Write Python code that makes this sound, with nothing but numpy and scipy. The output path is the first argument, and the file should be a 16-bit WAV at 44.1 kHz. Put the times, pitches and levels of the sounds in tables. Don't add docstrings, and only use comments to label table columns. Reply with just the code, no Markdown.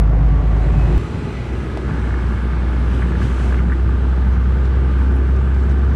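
import sys
import numpy as np
from scipy import signal
from scipy.fft import rfft, irfft, next_fast_len
from scipy.io import wavfile
from scipy.ndimage import uniform_filter1d, minimum_filter1d

SR = 44100
rng = np.random.default_rng(int(sys.argv[2]) if len(sys.argv) > 2 else 0)


def rack_gain(trim_db):
    fader = np.asarray(trim_db, float)
    return 10 ** (fader / 20)


def wav_out(sig):
    wavfile.write(sys.argv[1], SR, np.round(np.clip(np.atleast_2d(sig).T, -1, 1) * 32767).astype(np.int16))


N = 262395
T = np.arange(N) / SR
CUT_S = .97966
# middle in seconds, rise of the spray in dB, half length in seconds.
PASSES = [(2.95, 5, 0.11), (3.1, 3, 0.14), (3.225, 5, 0.064), (3.26, 5.5, 0.1), (3.43, 9, 0.22),
          (4.34, 3.5, .03), (4.66, 4, 0.025), (4.92, 3, 0.035), (5.01, 2.5, 0.051), (5.16, 0, .04),
          (5.6, 0.5, .08), (5.71, 7, 0.022)]


def curve(table):
    return np.interp(T, *np.transpose(table))


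def humps(rows):
    return sum(db * np.clip(1 - np.abs(T - s) / half, 0, 1) for s, db, half in rows)


def unit(x):
    return x / np.sqrt(np.mean(x ** 2))


def walk(rate):
    hold = int(SR / rate)
    levels = np.repeat(rng.standard_normal(N // hold + 1), hold)
    return 1.15 * uniform_filter1d(uniform_filter1d(levels, hold), hold)[:N]


def ring(x, hz, width_hz):
    return signal.lfilter(*signal.iirpeak(hz, hz / width_hz, fs=SR), x)


def steep(x, hz, width_hz):
    return ring(ring(x, hz, 1.5 * width_hz), hz, 1.5 * width_hz)


def rush(spectrum, swell_db, flicker_db):
    size = next_fast_len(N)
    octave = np.log2(np.maximum(np.arange(size // 2 + 1) * SR / size, 1))
    hz, db = np.transpose(spectrum)
    noise = rfft(rng.standard_normal(size)) * rack_gain(np.interp(octave, np.log2(hz), db, -90, -90))
    out, swell = 0, walk(1.1)
    for centre in np.arange(np.floor(np.log2(hz[0])), np.log2(hz[-1]) + .5, .5):
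        band = np.cos(np.pi * np.clip(octave - centre, -.5, .5)) ** 2
        level = rack_gain(swell_db * swell + flicker_db * walk(9))
        out = out + level * irfft(noise * band, size)[:N]
    return unit(out)


def add(out, s, sound):
    i = int(s * SR)
    out[i:i + len(sound)] += sound[:N - i]


def air():
    # pitch in Hz, level in dB per Hz.
    wind = [(1500, -15), (2000, 8.5), (2600, 5), (3100, 3.5), (4000, -2.5), (4500, -5), (5500, -10),
            (7000, -18.5), (10000, -29.5)]
    spray = [(3500, -7.5), (5000, -4), (6200, 0.5), (6900, -3), (7600, -0.5), (8500, -2.5), (9500, -5.5),
             (11000, -9), (12500, -9)]
    # pitch in Hz, width in Hz, level in dB.
    seal = [(2540, 160, 1), (4060, 180, -11), (5830, 200, -16), (7500, 150, -14.5), (7800, 300, -19),
            (8330, 60, -15.5)]
    wind_db, spray_db, seal_db, sag_db_s = -45, -58, -66, -0.97
    since_s = T - 3.58
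    rise_db = humps(PASSES) + sag_db_s * (T - 1)
    lull_db = -np.clip(since_s / .05, 0, 1) * np.exp(-np.maximum(since_s, 0) / 1.5)
    hiss = rack_gain(wind_db + 0.53 * rise_db + lull_db) * rush(wind, 0.3, 1.14)
    hiss = hiss + rack_gain(spray_db + rise_db) * rush(spray, .2, 1.2)
    whistle = 0
    for hz, width_hz, db in seal:
        whistle = whistle + rack_gain(db + 2.8 * walk(3)) * steep(rng.standard_normal(N), hz, 0.55 * width_hz)
    return hiss + rack_gain(seal_db + rise_db) * unit(whistle)


def songs():
    # pitch in Hz, level in dB, middle in seconds, half length in seconds.
    singing_gaps = [(1143, -44, 0.5, 0.78), (2550, -52, .85, 0.33), (853, -46.5, 1.16, 0.62),
                    (1238, -46, 1.08, 0.34), (1264, -49, 1.7, 0.37), (1674, -44, 1.75, 0.26),
                    (1975, -51, 1.24, 0.81), (2486, -57, 1.3, 0.7), (4070, -60, 1.1, 0.74),
                    (6000, -66, 1.3, 0.65), (6500, -72, .8, .5), (7280, -66, 1, 0.65), (8320, -78, 1.2, .8),
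                    (2186, -52, 2.35, 0.55), (8030, -75, 2.1, 0.97), (3046, -60.5, 6.6, 1.3),
                    (7300, -74, 4.3, .7), (7150, -78, 5.3, .7), (7550, -75, 6.3, .7), (5250, -72, 5.3, .7),
                    (9700, -83, 5.2, .8), (1200, -49.5, 4.8, 1.5), (1546, -48.5, 5.2, 0.54),
                    (1590, -51, 2, 0.55)]
    draught = rng.standard_normal(N)
    out = 0
    for hz, db, s, half in singing_gaps:
        swell = np.sqrt(np.clip(1 - np.abs(T - s) / half, 0, 1))
        tone = unit(steep(draught, hz, 27 + 0.0094 * hz))
        out = out + rack_gain(db + 2.5 * walk(6)) * swell * tone
    return out


def horn():
    reeds_hz = [356, 392, 432]
    peak_db, echo_db, swell_db_s, fall_db_s, release_db_s = -28.5, -40, 102, 120, 185
    late_s = T - 0.943
    fall_db = np.maximum(peak_db - fall_db_s * late_s, echo_db)
    db = np.where(late_s < 0, peak_db + swell_db_s * late_s, fall_db)
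    db = db - release_db_s * np.maximum(T - 1.28, 0)
    reeds = 0
    for hz, share in zip(reeds_hz, [1.2, .6, .55]):
        reeds = reeds + share * np.sin(2 * np.pi * (hz * T + 0.046 * walk(5.5)))
    return rack_gain(db) * reeds


def rattles():
    # start in seconds, peak in dB, pitch in Hz, length in milliseconds. Hits near 2.04, 2.14, 2.24,
    # 2.53, 3.02, 3.22, 3.52 and 3.72 s come with the loudest cylinder, once per engine cycle
    hits = [(1.877, -28, 1400, 4), (1.892, -23, 1000, 9), (1.987, -28, 1630, 4),
            (2.2684, -27, 1560, 4), (2.6954, -27, 1570, 4), (2.813, -28, 1650, 4),
            (2.9234, -26, 1700, 7), (3.085, -28, 1600, 5), (3.134, -27, 1700, 4),
            (3.153, -27, 1650, 4), (3.186, -28, 1550, 4), (3.229, -26, 1700, 5), (3.733, -28, 1900, 4),
            (1.9465, -27, 1690, 5), (2.041, -23, 1680, 5), (2.1066, -26, 1650, 5),
            (2.140, -23, 1650, 4), (2.238, -24, 1680, 5), (2.310, -28, 1450, 4), (2.323, -26, 1500, 4),
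            (2.337, -26, 1680, 5), (2.376, -27, 1600, 6), (2.472, -27, 1600, 6),
            (2.533, -23.5, 1650, 4), (2.729, -27, 1580, 5), (2.882, -27, 1550, 5),
            (3.021, -18.5, 1750, 11), (3.053, -28, 1600, 6), (3.119, -25, 1590, 5),
            (3.216, -22, 1600, 9), (3.379, -26, 1500, 6), (3.402, -27, 1530, 6), (3.435, -27, 1600, 5),
            (3.505, -29, 1550, 6), (3.524, -20, 1650, 7), (3.541, -23.5, 1620, 7),
            (3.543, -31, 2500, 9), (3.579, -27, 2100, 6), (3.590, -25.5, 2050, 5),
            (3.594, -27, 1500, 6), (3.603, -26, 1650, 4), (3.698, -24.5, 1650, 6),
            (3.721, -17.5, 1650, 6), (3.727, -20.5, 1750, 6), (4.426, -29, 1450, 4),
            (4.455, -28, 1420, 4), (4.681, -31, 1500, 4), (5.011, -27, 1550, 4), (5.514, -28, 1500, 4),
            (5.9175, -28, 1600, 4)]
    out, t = np.zeros(N), T[:2500]
    for s, db, hz, ms in hits:
        blow = .11 * rng.standard_normal(len(t)) * np.exp(-t * 1000 / ms)
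        blow[0] += 1.5
        blow[int(.0025 * SR)] += 1.2 * (ms > 6)
        buzz = steep(blow, hz, 240) + .75 * steep(blow, .88 * hz, 240)
        buzz = buzz + .85 * (hz < 2000) * steep(blow, .74 * hz, 200)
        buzz = signal.sosfilt(signal.butter(4, 1.35 * hz, fs=SR, output="sos"), buzz)
        add(out, s, rack_gain(db) * buzz / np.abs(buzz).max())
    return out


def ticks():
    # start in seconds, peak in dB, pitch in Hz.
    trim_ticks = [(1.773, -36, 2200), (1.773, -35, 3800), (1.773, -48, 5800), (1.773, -47, 9000),
                  (3.195, -42, 4500), (3.231, -38, 4500), (4.654, -40, 4300), (4.989, -49, 6000),
                  (5.027, -52, 8970), (5.119, -46, 6500), (5.119, -54, 9500), (5.158, -49, 10470),
                  (5.163, -50, 10470), (5.364, -45, 5000), (5.544, -42, 4500), (5.605, -45, 4500),
                  (5.634, -44, 5500), (5.695, -43, 5500), (5.712, -44, 5500), (5.785, -46, 4500),
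                  (5.846, -46, 4500), (5.906, -45, 4500), (5.935, -45, 5000)]
    out, t = np.zeros(N), T[:2500]
    for s, db, hz in trim_ticks:
        crack = steep(rng.standard_normal(len(t)) * np.exp(-t / .0034), hz, 1900)
        add(out, s, rack_gain(db) * crack / np.abs(crack).max())
    return out


def dash_bump():
    out, t = np.zeros(N), T[:900]
    tone = np.sin(2 * np.pi * 640 * t + .5) * np.minimum(t / .0002, 1) * np.exp(-t / .0021)
    add(out, 1.7732, -rack_gain(-14.5) * tone)
    return out


def patchy(road):
    # middle in seconds, pitch in Hz, change in dB, half length in seconds.
    tarmac = [(.3, 99, -2, .3), (.7, 115, 4, 0.22), (.1, 280, 3, 0.27), (0.017, 85, 3, .08),
              (1.097, 100, 4.5, 0.3), (1.1, 260, -3, 0.15), (1.452, 260, -8.5, 0.14),
              (1.893, 160, 7, 0.092), (1.9, 400, 3.5, 0.07), (2.34, 165, 4.5, 0.068), (2.5, 105, -3.5, .15),
              (2.92, 220, 3.5, 0.091), (3.11, 161, 5.5, 0.13), (3.3, 400, -1.5, 0.38), (3.5, 140, -4, 0.14),
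              (3.68, 175, 7, 0.11), (3.5, 780, 3.5, 0.19), (5.723, 150, 2.5, 0.093), (3.9, 106, 3.5, 0.21),
              (4.15, 100, -6, .12), (4.356, 407, -5.5, .25), (4.35, 110, 2, 0.11), (4.6, 236, 3, 0.1),
              (5.197, 100, -3.5, .15), (5.4, 400, 1.5, .3), (5.5, 210, 2, 0.074), (4.5, 150, 3, .15)]
    change = 0
    for s, hz, db, half in tarmac:
        change = change + (rack_gain(humps([(s, db, half)])) - 1) * ring(road, hz, 0.4 * hz)
    return road + change


def throb(turns):
    return rack_gain(-1.6 * np.cos(2 * np.pi * turns))


def crank(rate):
    turns = np.cumsum(curve(rate)) / SR
    return turns - turns[int(CUT_S * SR)]


def drone(turns, orders_db, waver_db):
    sixths = np.array(np.array([6, 7, 8, 9, 10, 12, 14, 15, 16, 17, 18, 19, 20, 21, 22, 24, 32, 42, 84]))
    out = 0
    for sixth, db in zip(sixths, orders_db):
        free = sixth != 6
        phase = sixth / 6 * turns + rng.random() * free + 0.048 * walk(1.9)
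        out = out + rack_gain(db + waver_db * free * walk(5)) * np.cos(2 * np.pi * phase)
    return np.sqrt(2) * out


def knock(turns):
    cylinder_db = np.array([1.5, -6, -4, -3, -2.5, -5])
    # pitch in Hz, width in Hz, level in dB.
    block = [(877, 135, 1), (1231, 143, 3.5), (1373, 110, 2.5), (1500, 147, 1.5), (1657, 42, -3)]
    turns = turns - turns[int(2.0395 * SR)]
    firing = np.floor(turns).astype(int)
    scatter_db = rng.standard_normal(firing[-1] - firing[0] + 1)[firing - firing[0]]
    strength = rack_gain(cylinder_db[firing % 6] + scatter_db)
    burst = (0.5 + strength * np.exp(-(turns % 1) / 0.38)) * rng.standard_normal(N)
    rung = sum(rack_gain(db) * steep(burst, hz, width_hz) for hz, width_hz, db in block)
    return unit(signal.sosfilt(signal.cheby1(6, .5, 1800, fs=SR, output="sos"), rung))


def first_stretch():
    rate = [(0, 52.4), (.3, 52.75), (1, 52.9)]
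    orders_db = [1.5, -24, -36, -22, -22, -18, -19, -19, -14.5, -24, -12.5, -36, -27, -33, -27, -40, -22.5,
                 -40, -28.5]
    # pitch in Hz, level in dB per Hz.
    road_colour = [(25, -22.5), (40, -5), (70, -0.5), (150, -5.5), (190, -15.5), (300, -22.5), (500, -21.5),
                   (750, -23.5), (1200, -29.5), (2000, -35), (4000, -54.5), (7000, -63.5), (11000, -78),
                   (12500, -80)]
    hiss_colour = [(2500, -6), (4000, -7), (7000, -18), (9000, -20), (12300, -24)]
    turns = crank(rate)
    engine = rack_gain(-14 + walk(19.4)) * drone(turns + .09, orders_db, waver_db=1.1)
    road = rack_gain(-21) * throb(turns + 0.082) * patchy(rush(road_colour, .5, 0.98))
    return engine + road + rack_gain(-62) * rush(hiss_colour, .3, 1.1)


def second_stretch():
    rate = [(0, 61.4), (2.1, 60.95), (2.6, 61.06), (3.1, 61.63), (4, 63.21), (4.5, 64.0), (5.25, 65.7),
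            (5.95, 67.15)]
    orders_db = [-38, -43, -45, -38, -43, -41, -46, -44, -39, -46, -42.5, -46, -44, -44, -44, -39.5, -41.5,
                 -49, -59.5]
    road_colour = [(25, -25), (40, -11), (55, -3), (72, 1), (90, 4), (130, 0), (200, -4.5), (290, -9.5),
                   (380, -8), (520, -18), (700, -21.5), (1000, -23.5), (1500, -24), (2100, -33.5),
                   (3200, -46)]
    load = [(1, 0.23), (1.3, 0.02), (1.6, 0.3), (1.86, 0.25), (2.05, 0.69), (2.5, 0.77), (2.85, 0.88),
            (3.15, 0.83), (3.3, 0.82), (3.5, 0.93), (4.2, 0.97), (4.7, 0.98), (5.3, 1.02), (5.95, 1)]
    # middle in seconds, knock change in dB, half length in seconds.
    lifts = [
        (3.8, -1.5, 0.34),
        (5.5, -0.5, 0.29),
    ]
    turns = crank(rate)

    boom_db = -28.3 + 15 * curve(load)
    boom = np.sqrt(2) * rack_gain(boom_db + 0.2 * walk(5.7)) * np.cos(2 * np.pi * (turns + 0.38))
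    hum = rack_gain(0.15 * (boom_db + 10.5)) * drone(turns, orders_db, waver_db=3.0)

    pedal_s, coast_knock_db, pull_knock_db = 1.826, -51.56, -38.56
    pedal = np.clip((T - pedal_s) / 0.074, 0, 1)
    bark_db = 2.5 * np.exp(-np.maximum(T - pedal_s, 0) / 0.45)
    pull_db = pull_knock_db + bark_db + humps(lifts)
    knocking = rack_gain(coast_knock_db + pedal * (pull_db - coast_knock_db)) * knock(turns)

    double = np.sqrt(2) * rack_gain(-35 + walk(4)) * np.cos(4 * np.pi * (turns + .3))
    double = double * np.clip((T - 3.9) / .4, 0, 1)

    road = throb(turns + 0.36) * patchy(rush(road_colour, 0.4, 0.92))
    road = road - 0.37 * (1 - pedal) * ring(road, 190, 82)
    road_db = -23.06 - 0.26 * (T - 0.5) + 0.22 * humps(PASSES)
    return boom + hum + knocking + double + rack_gain(road_db) * road


def thin_treble(x):
    starved = [(2500, 0), (4000, .01), (6000, .03), (8500, .065), (10000, .1), (11300, .13), (11650, .5),
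               (12000, .9)]
    x = signal.sosfiltfilt(signal.ellip(8, .1, 45, 11950, fs=SR, output="sos"), x)
    hz, _, z = signal.stft(x, SR, nperseg=1024, noverlap=768)
    luck = rng.random((len(hz) // 3 + 1, z.shape[1]))
    luck = np.repeat(luck, 3, axis=0)[:len(hz)]
    lost = luck < np.interp(hz, *np.transpose(starved))[:, None] / 8
    kept = minimum_filter1d(1. - lost, 9, axis=1)
    return signal.istft(z * kept, SR, nperseg=1024, noverlap=768)[1][:N]


def scene():
    fade = np.clip(0.022 + T / 0.93, 0, 1)
    first = first_stretch()
    second = fade * (air() + second_stretch())
    second = second + songs() + horn() + rattles() + ticks() + dash_bump()
    return (thin_treble(first) * (T < CUT_S) + thin_treble(second))[None]


def roll_off(x):
    return signal.sosfilt(signal.butter(12, 15700, fs=SR, output="sos"), x)


def record(dry):
    return roll_off(np.tanh(dry))


dry = scene()
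out = record(dry)
wav_out(out)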